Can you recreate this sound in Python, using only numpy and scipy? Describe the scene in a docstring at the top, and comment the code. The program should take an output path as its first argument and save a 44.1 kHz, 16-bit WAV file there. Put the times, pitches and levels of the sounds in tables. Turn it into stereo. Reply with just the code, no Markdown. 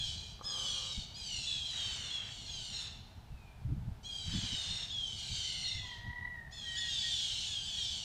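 """Several birds screech over one another from the trees of a quiet street at dawn, in three bouts.
Each call flicks up, then sags from whistle to rasp: syrinx harmonics and half-harmonics, then noisy bands.
Hoarse rasps of filtered noise lie beneath; scattered and single delayed echoes come from trees and houses.
Far off, shaped noise makes traffic hum, and a wavering tone with faint partials squeals.
The hand-held camera creaks as uneven slips ring its case, and bumps as bursts of low noise."""
import sys
import numpy as np
from scipy import signal
from scipy.fft import rfft, irfft, next_fast_len
from scipy.io import wavfile

SR = 44100
rng = np.random.default_rng(int(sys.argv[2]) if len(sys.argv) > 2 else 0)


def master(y):
    """Save y as 16-bit WAV."""
    cut = np.clip(np.atleast_2d(y).T, -1, 1)
    pcm = np.round(cut * 32767)  # scale
    wavfile.write(sys.argv[1], SR, pcm.astype(np.int16))


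N = 354556  # length of the scene in samples
HZ = np.fft.rfftfreq(N, 1 / SR)

# the pitch flicks up to its top: duration in s, depth in log pitch
FLICK_S, FLICK_DEPTH = 0.04, 0.13
WHISTLE_RISE_DB_PER_S, OVERTONE_FADE_DB_PER_S = 83, 49
# the rasp is an arch: peak as a share of the call, and how far its level differs at start and end
RASP_PEAK, RASP_START_DB, RASP_END_DB = 0.53, -10.5, -7.5
# jitter as shares of the pitch: the voice frays toward its end
JITTER_SLOW, JITTER_FAST, JITTER_GROWTH = 0.00296, 0.0038, 0.0088
ATTACK_S, ATTACK_DB = 0.029, -10  # each call starts softly and opens up
# the birds sit close together to the left, so the left microphone hears them first
BIRD_LEAD_MS, PERCH_SPREAD_MS = 0.52, 0.015
# resonance of throat and beak, relative: frequency_hz, level_db
THROAT_RESPONSE = [(700, -30), (1600, -10.5), (2300, 3), (3100, 20), (4200, 13), (5100, 10), (6600, 2),
                   (7900, -9.5), (8800, -12), (10000, -20.5), (13000, -41.5), (16000, -53)]
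# spectrum of the rasp, relative: frequency_hz, level_db
RASP_COLOUR = [(600, -22.5), (1500, -14), (2300, -1.5), (3000, 11.5), (3900, 12), (5000, 2.5), (7000, 1.5),
               (8100, -3), (8800, -5.5), (10000, -28), (13000, -23), (16000, -48)]


def screech(start, length, top_hz, sag, settle_s, whistle_db, peak_s, fade_db_per_s,
            overtones_db, rasp_db, half_db, pan_db,
            flutter_db=1.5, bright_db=-3, throb_db=0.3, hiss=0.55, swell_db=4.5,
            whistle_flutter_db=3.0, skirt_hz=150):
    """Subharmonic voicing: strong and weak syrinx cycles give lines with ragged skirts, over a little hiss."""
    t = sample_times(length)
    n, age = len(t), t / length

    # pitch
    flick = FLICK_DEPTH * np.maximum(1 - t / FLICK_S, 0) ** 2
    droop = sag * settle_s * (1 - np.exp(-np.maximum(t - FLICK_S, 0) / settle_s))
    hz = top_hz * np.exp(-flick - droop)
    jitter = JITTER_SLOW * wander(n, 45.5) + (JITTER_FAST + JITTER_GROWTH * age) * wander(n, 410)
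    phase = 2 * np.pi * np.cumsum(hz * (1 + jitter)) / SR

    # levels
    below_peak_db = np.maximum(WHISTLE_RISE_DB_PER_S * (peak_s - t), fade_db_per_s * (t - peak_s))
    whistle_gain = amp(whistle_db - below_peak_db)
    overtone_gain = amp(overtones_db - OVERTONE_FADE_DB_PER_S * t)
    before_peak = np.maximum(1 - age / RASP_PEAK, 0)
    after_peak = np.maximum(age - RASP_PEAK, 0) / (1 - RASP_PEAK)
    rasp_gain = amp(rasp_db + RASP_START_DB * before_peak ** 2 + RASP_END_DB * after_peak ** 2)
    attack = amp(ATTACK_DB * np.maximum(1 - t / ATTACK_S, 0))

    def weight(k):
        """Period doubling: weak cycles add lines halfway between the harmonics."""
        return amp(half_db * (k % 1 > 0))

    def line(k):
        """Source and filter: the throat response sets the level of one line, which also flutters."""
        throat_db = read(THROAT_RESPONSE, k * hz)
        return weight(k) * amp(throat_db + flutter_db * wander(n, 52)) * np.sin(k * phase)

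    def skirt(k):
        """Random modulation: irregular cycles spread a line into a band some hundred hertz wide."""
        in_step = wander(n, skirt_hz) * np.sin(k * phase)
        quarter_ahead = wander(n, skirt_hz) * np.cos(k * phase)
        return weight(k) * (in_step + quarter_ahead)

    orders = np.arange(2, 17) / 2  # multiples of the pitch: 1, 1.5, 2 ... 8
    # each overtone swells and fades slowly at random
    upper = unit(sum(line(k) * amp(swell_db * wander(n, 14)) for k in orders if k != 2))
    # the whistle is the strong second harmonic
    second = unit(amp(whistle_flutter_db * wander(n, 50)) * np.sin(2 * phase))
    # a harder push brightens the overtones along with the rasp
    voiced = whistle_gain * second + np.hypot(overtone_gain, amp(bright_db) * rasp_gain) * upper
    skirts = unit(sum(skirt(k) for k in orders))
    harsh = rasp_gain * colour(skirts + hiss * noise(n), RASP_COLOUR)

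    throb = unit(amp(throb_db * wander(n, 120)))
    call = (voiced + harsh) * throb * attack * fade(t, 0.0046, 0.023)
    lead_ms = BIRD_LEAD_MS + PERCH_SPREAD_MS * rng.standard_normal()
    return start, place(call, lead_ms, pan_db)


HOARSE_RISE_S, HOARSE_FALL_S, HOARSE_FADE_DB_PER_S = 0.054, 0.064, 6.5
# spectrum of the toneless rasp, relative: frequency_hz, level_db
HOARSE_SPECTRUM = [(250, -3.5), (500, 1), (900, 3.5), (1300, 5), (1700, 10), (2200, 11), (2800, 10.5),
                   (4500, -60), (11000, -57)]


def hoarse(start, length, db):
    """Filtered turbulence: a toneless, grainy rasp starts quickly and slowly weakens."""
    t = sample_times(length)
    grain = noise(len(t)) * amp(0.6 * wander(len(t), 150))
    level = amp(db - HOARSE_FADE_DB_PER_S * t) * fade(t, HOARSE_RISE_S, HOARSE_FALL_S)
    return start, place(level * colour(grain, HOARSE_SPECTRUM), 0.1, 0)


# reverberation time of the street: frequency_hz, t60_s
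STREET_DECAY = [(300, 0.45), (3000, 1), (6000, 0.87), (12000, 0.04)]


def street(x, gap_s=0.01346):
    """Diffuse reverberation: sparse echoes from trees and houses decay, the treble dying first."""
    signs = rng.choice([-1., 1.], (2, SR))
    chosen = rng.random((2, SR)) < 2500 / SR  # about 2500 echoes per second
    taps = signs * chosen * (np.arange(SR) > gap_s * SR)
    hz, t, bands = signal.stft(taps, SR, nperseg=256)
    decay = amp(-60 * t / read(STREET_DECAY, hz)[:, None])
    tail = signal.istft(bands * decay, SR, nperseg=256)[1]
    return signal.fftconvolve(x, tail / np.linalg.norm(tail[0]), axes=1)[:, :N]


# one row a call; the pitch is the fundamental, and the whistle sounds an octave above it:
# start_s, length_s, top_pitch_hz, sag_log_pitch_per_s, sag_settling_s,
# whistle_db, whistle_peak_s (after the start), whistle_fade_db_per_s,
# overtones_db, rasp_db, half_pitch_lines_db (relative), left_minus_right_db (before the microphone balance)
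SCREECH_CALLS = [(-0.145, 0.31, 1831, 1.02, 0.59, -38, 0.083, 49, -52, -41.5, -7.5, 1),
                 (-0.037, 0.39, 1710, 0.3, 0.42, -43, 0.06, 71, -55, -50.5, -0.5, 2.5),
                 (0.423, 0.4, 1717, 0.9, 0.32, -37, 0.18, 32, -39, -38.5, -15.5, 6),
                 (0.621, 0.44, 1702, 0.55, 0.59, -35, 0.09, 76, -52, -42.5, -3.5, 3.5),
                 (1.139, 0.48, 1680, 1.23, 0.32, -37, 0.18, 67, -42.5, -40, -9.5, 5),
                 (1.437, 0.43, 1747, 0.58, 0.51, -32, 0.055, 40, -45, -47.5, -6.5, 9.5),
                 (1.628, 0.34, 2042, 0.73, 0.59, -42, 0.084, 56, -64, -42.5, 2.5, 3.5),
                 (1.748, 0.46, 1642, 0.71, 0.49, -36.5, 0.11, 33, -48, -43.5, -5, 7),
                 (2.094, 0.56, 1708, 0.75, 0.68, -33, 0.036, 72, -58, -48.5, -3, 5),
                 (2.46, 0.44, 1662, 1.01, 0.32, -43, 0.14, 59, -40.5, -45, -12.5, 2),
                 (2.696, 0.18, 1912, 0.76, 0.54, -39, 0.073, 43, -63, -44.5, -4, 21),
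                 (3.282, 0.26, 1343, 0.77, 0.55, -62.5, 0.15, 49, -82, -75, 3, 0),
                 (4.028, 0.54, 1652, 0.36, 0.76, -39, 0.06, 9, -46.5, -43.5, -9, 6),
                 (4.306, 0.56, 1740, 0.94, 0.36, -41, 0.11, 30, -40, -40.5, -5, 3),
                 (4.635, 0.31, 1840, 0.045, 0.34, -37.5, 0.12, 54, -64, -50.5, -2, 8),
                 (4.892, 0.49, 1714, 0.76, 0.65, -33, 0.094, 61, -45.5, -46.5, -4.5, 5.5),
                 (5.162, 0.39, 1637, 0.65, 0.62, -47, 0.044, 42, -41, -40.5, -6, 4.5),
                 (5.319, 0.47, 1597, 0.57, 0.45, -41, 0.15, 60, -40, -41, -14, -1),
                 (5.634, 0.36, 1897, 0.96, 0.38, -38.5, 0.053, 43, -46, -56, -3.5, 4),
                 (6.509, 0.46, 1770, 1.04, 0.33, -39, 0.18, 59, -46, -46, -5, 3),
                 (6.751, 0.5, 1740, 0.68, 0.57, -34, 0.046, 48, -36, -42, -10.5, 4),
                 (6.863, 0.64, 1882, 0.95, 0.55, -36, 0.12, 24, -40.5, -42, -4.5, 3),
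                 (7.053, 0.54, 1835, 0.97, 0.35, -34, 0.095, 30, -57, -40, -4.5, 7.5),
                 (7.442, 0.44, 1729, 0.75, 0.52, -32, 0.12, 72, -41, -44.5, -13, 8.5),
                 (7.639, 0.44, 1755, 0.73, 0.62, -32.5, 0.11, 41, -45, -42, -7, 7.5),
                 (7.747, 0.46, 1904, 1.1, 0.46, -37, 0.11, 50, -44, -50, -3, 10)]
# hoarse, low rasps under the calls: start_s, length_s, level_db
HOARSE_CALLS = [(1.689, 0.67, -52.5), (2.679, 0.26, -57.5), (4.242, 0.663, -53)]
# single echoes: delay_s, level_db (before walls_db is added)
WALL_ECHOES = [(0.022, -10), (0.049, -22), (0.082, -16.5), (.128, -17.5)]
# leaves and air colour the echoes: frequency_hz, gain_db
ECHO_BALANCE = [(1000, 2.5), (3200, 0.5), (4500, 2), (6500, 0.5), (10000, 1)]
# unequal response of the two microphone ports: frequency_hz, left_minus_right_db
PORT_BALANCE = [(100, 6), (700, -11), (1500, -7), (3200, -10), (4500, -7.5), (6000, 1.5), (7300, 5.5),
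                (8500, 1), (15000, 19)]
# the case bends the treble on its way to the ports: frequency_hz, further_left_lead_rad
CASE_TURN = [(1500, 0), (2400, .6), (2850, -.4), (3220, 1.1), (3400, -.1), (3850, .1), (4100, -1),
             (4450, 0), (4720, -.5), (6000, 2), (6600, 3.2), (7200, 3.2), (7400, 1.3), (8000, 1),
             (8700, 2.1)]


def birds(scatter_db=-11, walls_db=-3.5):
    """Superposition: direct calls and rasps sum with their echoes, through two unlike microphone ports."""
    direct = np.zeros((2, N))
    for row in SCREECH_CALLS:
        add(direct, *screech(*row))
    for row in HOARSE_CALLS:
        add(direct, *hoarse(*row))

    echoes = amp(scatter_db) * street(direct)
    for delay, db in WALL_ECHOES:
        add(echoes, delay, amp(db + walls_db) * direct[::-1])  # left and right swap

    heard = rfft(direct) + rfft(echoes) * amp(read(ECHO_BALANCE, HZ))
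    balance = amp(np.outer([0.5, -0.5], read(PORT_BALANCE, HZ)))
    balance = balance / np.sqrt(np.mean(balance ** 2, 0))
    turn = np.exp(1j * np.outer([0.5, -0.5], read(CASE_TURN, HZ)))
    return irfft(heard * turn * balance, N)


def squeal_tone(hz, waver, low_db, third_db=-32, fourth_db=-26, beating_db=4):
    """Additive synthesis: one strong line, an octave below and faint lines above, at rms 1."""
    n = len(hz)
    phase = np.pi * np.cumsum(hz * (1 + waver * wander(n, 128))) / SR  # phase of the octave below
    tone = np.sin(2 * phase) + amp(low_db) * np.sin(phase)
    tone += amp(third_db) * np.sin(3 * phase) + amp(fourth_db) * np.sin(4 * phase)
    # an unsteady pitch shakes the level too
    beats = unit(amp(beating_db * np.minimum(waver / 0.0056, 1) * wander(n, 54)))
    return beats * unit(tone)


WAVER_WEAK, WAVER_STRONG = 0.034, 0.011  # shares of the pitch: the squeal steadies as it grows loud
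# the octave below breaks in, then fades
OCTAVE_FROM_S, OCTAVE_DB, OCTAVE_FADE_DB_PER_S = 5.83, -7, 18.5
PURE_WAVER, PURE_OCTAVE_DB, PURE_EDGE_S = 0.0024, -26, 0.028
# the sinking squeal: time_s, pitch_hz (strongest line), level_db
SQUEAL_PATH = [(5.22, 2480, -62), (5.45, 2086, -57.5), (5.8, 2030, -52.5), (5.87, 1967, -49.5),
               (5.97, 1896, -53), (6.04, 1925, -46), (6.32, 1956, -43.5), (6.43, 1834, -48.5),
               (6.6, 1900, -64)]
# the pure notes it settles on: start_s, length_s, pitch_hz, level_db
SETTLED_NOTES = [(6.637, 0.27, 1890, -46), (7.019, 0.088, 1880, -46.5)]


def squeal():
    """Frequency and amplitude modulation: a far squeal wavers as it sinks, then settles on pure notes."""
    out = np.zeros((2, N))
    t, hz, db = curves(SQUEAL_PATH)
    waver = np.interp(db, [-58, -47], [WAVER_WEAK, WAVER_STRONG])
    octave_db = OCTAVE_DB - OCTAVE_FADE_DB_PER_S * (t - OCTAVE_FROM_S)
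    low_db = np.where(t > OCTAVE_FROM_S, octave_db, -35)
    add(out, t[0], amp(db) * squeal_tone(hz, waver, low_db) * fade(t, 0.025, 0.024))
    for start, length, note_hz, note_db in SETTLED_NOTES:
        t = sample_times(length)
        tone = squeal_tone(np.full(len(t), note_hz), PURE_WAVER, PURE_OCTAVE_DB)
        add(out, start, amp(note_db) * tone * fade(t, PURE_EDGE_S, PURE_EDGE_S))
    out = place(out[0], 0, -15.5)
    return out + amp(-13) * street(out)


# first snaps of the grip, as clicks that strike the case: time_s, level_db
SNAP_CLICKS = [(0.392, -52), (0.4114, -40), (0.4196, -49)]
# level of the run of small slips that follows: time_s, level_db
SLIP_LEVELS = [(.435, -51), (.47, -51), (.56, -50), (.64, -48.5), (.7, -53.5), (.85, -51.5), (.93, -54)]
# resonances of the case, before the hand muffles them: frequency_hz, level_db, t60_s
CASE_MODES = [(546, -10, 0.053), (856, -6.5, 0.023), (1100, -3.5, 0.025), (1185, -5, 0.047)]


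def creak(slips_per_s=130, dull_hz=1500, order=6):
    """Stick-slip friction: uneven slips of the grip ring the modes of the case, muffled by the hand."""
    t, db = curves(SLIP_LEVELS)
    turns = np.cumsum(slips_per_s * np.exp(0.4 * wander(len(t), 150))) / SR
    slips = np.diff(np.floor(turns), prepend=0)  # one click at each whole turn
    clicks = np.zeros((2, N))
    add(clicks, t[0], slips * amp(db + 1.5 * wander(len(t), 100)))
    for s, snap_db in SNAP_CLICKS:
        add(clicks, s, amp([snap_db]))

    age = np.arange(2048) / SR
    ring = sum(amp(level - 60 * age / t60) * np.sin(2 * np.pi * hz * age) for hz, level, t60 in CASE_MODES)
    ring = low_pass(ring, dull_hz, order)
    return signal.oaconvolve(clicks, ring[None], axes=1)[:, :N] * amp([[-2], [2]])


# shifts of the hand: time_s (centre), level_db (before a 5.5 dB cut), spread_s (Gaussian), upper_edge_hz
HAND_BUMPS = [(0.034, -42.5, 0.031, 143), (0.14, -41, 0.052, 143), (0.986, -30.5, 0.0084, 156),
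              (3.331, -36.5, 0.021, 133), (3.641, -41, 0.018, 146), (3.692, -28, 0.035, 150.1),
              (3.714, -29, 0.024, 263.8), (3.775, -32.5, 0.017, 172), (3.825, -34, 0.017, 163),
              (3.881, -33.5, 0.021, 204), (3.913, -32.5, 0.022, 109), (4.289, -33.5, 0.024, 163),
              (4.349, -27, 0.011, 233), (4.384, -29, 0.0083, 229), (4.442, -35, 0.016, 228),
              (4.532, -34.5, 0.0099, 240), (4.7, -37, 0.018, 158), (5.321, -35.5, 0.02, 169),
              (5.787, -39, 0.039, 122), (6.082, -35, 0.023, 177)]
# spectrum of a bump, relative: frequency_hz, level_db
HAND_COLOUR = [(20, -14.5), (50, -9), (95, -5.5), (160, -9), (300, -9)]


def bumps(order=6):
    """Handling noise: each shift of the hand sends a short, dull shudder into both microphones."""
    out = np.zeros((2, N))
    t = np.arange(-SR // 5, SR // 5) / SR
    for s, db, spread_s, edge_hz in HAND_BUMPS:
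        shape = np.exp(-(t / spread_s) ** 2 / 2)
        shudder = shape * low_pass(colour(noise(len(t)), HAND_COLOUR), edge_hz, order)
        shudder *= amp(db - 5.5) * np.linalg.norm(shape) / np.linalg.norm(shudder)
        add(out, s + t[0], shudder)
    return out


WASH_DB, RUMBLE_DB = -61.5, -53  # mean levels
# spectrum of the faint morning wash, relative: frequency_hz, level_db
WASH_COLOUR = [(180, -65), (300, -16), (417, -2), (526, -5), (662, 5), (892, 4.5), (1070, -2.5),
               (1540, -2.5), (1900, -6.5), (3570, -8), (5850, -14.5), (6460, -16), (15500, -23.5)]
# spectrum of the far traffic, relative: frequency_hz, level_db
TRAFFIC_COLOUR = [(8.8, -24), (15, -8), (59, 0.5), (97, 0.5), (130, -3), (157, -7.5), (210, -10),
                  (258, -15), (358, -24), (384, -26), (400, -24.5), (520, -35), (880, -120)]
# likeness of left and right: frequency_hz, left_right_coherence (1 = identical)
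LIKENESS = [(60, 1), (150, 1), (300, 0.96), (700, 0.2), (1500, .05), (15000, 0.031)]


def air():
    """Partly coherent noise: a low traffic rumble, alike left and right, lies under a faint wash."""
    likeness = np.clip(read(LIKENESS, HZ), -1, 1)
    a, b = rfft(rng.standard_normal((2, N)))
    pair = irfft(np.array([a, likeness * a + np.sqrt(1 - likeness ** 2) * b]), N)
    wash_gain = amp(WASH_DB + 0.1 * wander(N, 10.0)) * amp([[-1.5], [1.5]])
    rumble_gain = amp(RUMBLE_DB + 1.34 * wander(N, 11.0))
    return colour(pair, WASH_COLOUR) * wash_gain + colour(pair, TRAFFIC_COLOUR) * rumble_gain


# phase of left against right in the stereo widening: frequency_hz, left_lead_rad (negative = lag)
WIDENING_PHASE = [(15, -.1), (40, -.25), (90, -.47), (160, -.78), (280, -1.3), (700, -.6), (1500, 0)]


def widen(x):
    """Stereo widening: low sound leads or lags between left and right by a phase set per frequency."""
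    return irfft(rfft(x) * np.exp(1j * np.outer([0.5, -0.5], read(WIDENING_PHASE, HZ))), N)


def amp(db):
    """Logarithmic level: decibels to gain."""
    return 10 ** (np.asarray(db) / 20)


def unit(x):
    """Effective value: scales to rms 1."""
    return x / np.sqrt(np.mean(x ** 2) + 1e-20)


def read(points, hz):
    """Logarithmic frequency: interpolates a spectrum along a log-frequency axis."""
    f, value = np.transpose(points)
    return np.interp(np.log(hz + 1), np.log(f + 1), value)


def curves(rows):
    """Linear interpolation: sample times of a table and its columns joined by straight lines."""
    s, *columns = np.transpose(rows)
    t = np.arange(round(s[0] * SR), round(s[-1] * SR)) / SR
    return [t] + [np.interp(t, s, c) for c in columns]


def sample_times(length):
    """Sampling: seconds since the start of a sound, sample by sample."""
    return np.arange(round(length * SR)) / SR


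def add(mix, s, sound):
    """Superposition: mixes a sound in at time s, which may lie before zero."""
    at = round(s * SR)
    sound = sound[..., max(-at, 0):]
    part = mix[:, max(at, 0):][:, :sound.shape[-1]]
    part += sound[..., :part.shape[1]]


def colour(x, points):
    """Spectral shaping: filters x by a table of frequency and level, at rms 1."""
    n = next_fast_len(x.shape[-1])
    gain = amp(read(points, np.fft.rfftfreq(n, 1 / SR)))
    return unit(irfft(rfft(x, n) * gain, n)[..., :x.shape[-1]])


def low_pass(x, edge_hz, order):
    """Butterworth filtering: weakens what lies above an edge frequency."""
    return signal.sosfilt(signal.butter(order, edge_hz, fs=SR, output="sos"), x)


def noise(count):
    """White noise: a flat random spectrum from a stream of its own."""
    return np.random.default_rng(rng.integers(2 ** 32)).standard_normal(count)


def wander(count, hz):
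    """Low-passed noise: smooth random motion up to a rate, at rms 1."""
    lead_in = SR // 10  # lets the filter settle
    return unit(low_pass(noise(count + lead_in), hz, 2)[lead_in:])


def fade(t, rise, fall):
    """Linear envelope: soft start and end."""
    return np.clip((t - t[0]) / rise, 0, 1) * np.clip((t[-1] - t) / fall, 0, 1)


def place(x, lead_ms, pan_db):
    """Time and level difference: a source to one side reaches one microphone first."""
    n = np.arange(len(x))
    delayed = np.interp(n - round(lead_ms * SR / 1000), n, x, 0, 0)
    return np.array([x, delayed]) * unit(amp([[pan_db / 2], [-pan_db / 2]]))


def scene():
    """Superposition: birds, far squeal, creaking grip, bumps and traffic sum to the street at dawn."""
    return birds() + squeal() + creak() + widen(bumps() + air())


def record(dry):
    """Band limiting: a linear-phase low-pass filter cuts the top treble."""
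    edge_hz = 15600
    low_pass_taps = signal.firwin(1023, edge_hz, window=("kaiser", 9), fs=SR)
    return signal.oaconvolve(dry, low_pass_taps[None], "same")


dry = scene()
out = record(dry)
master(out)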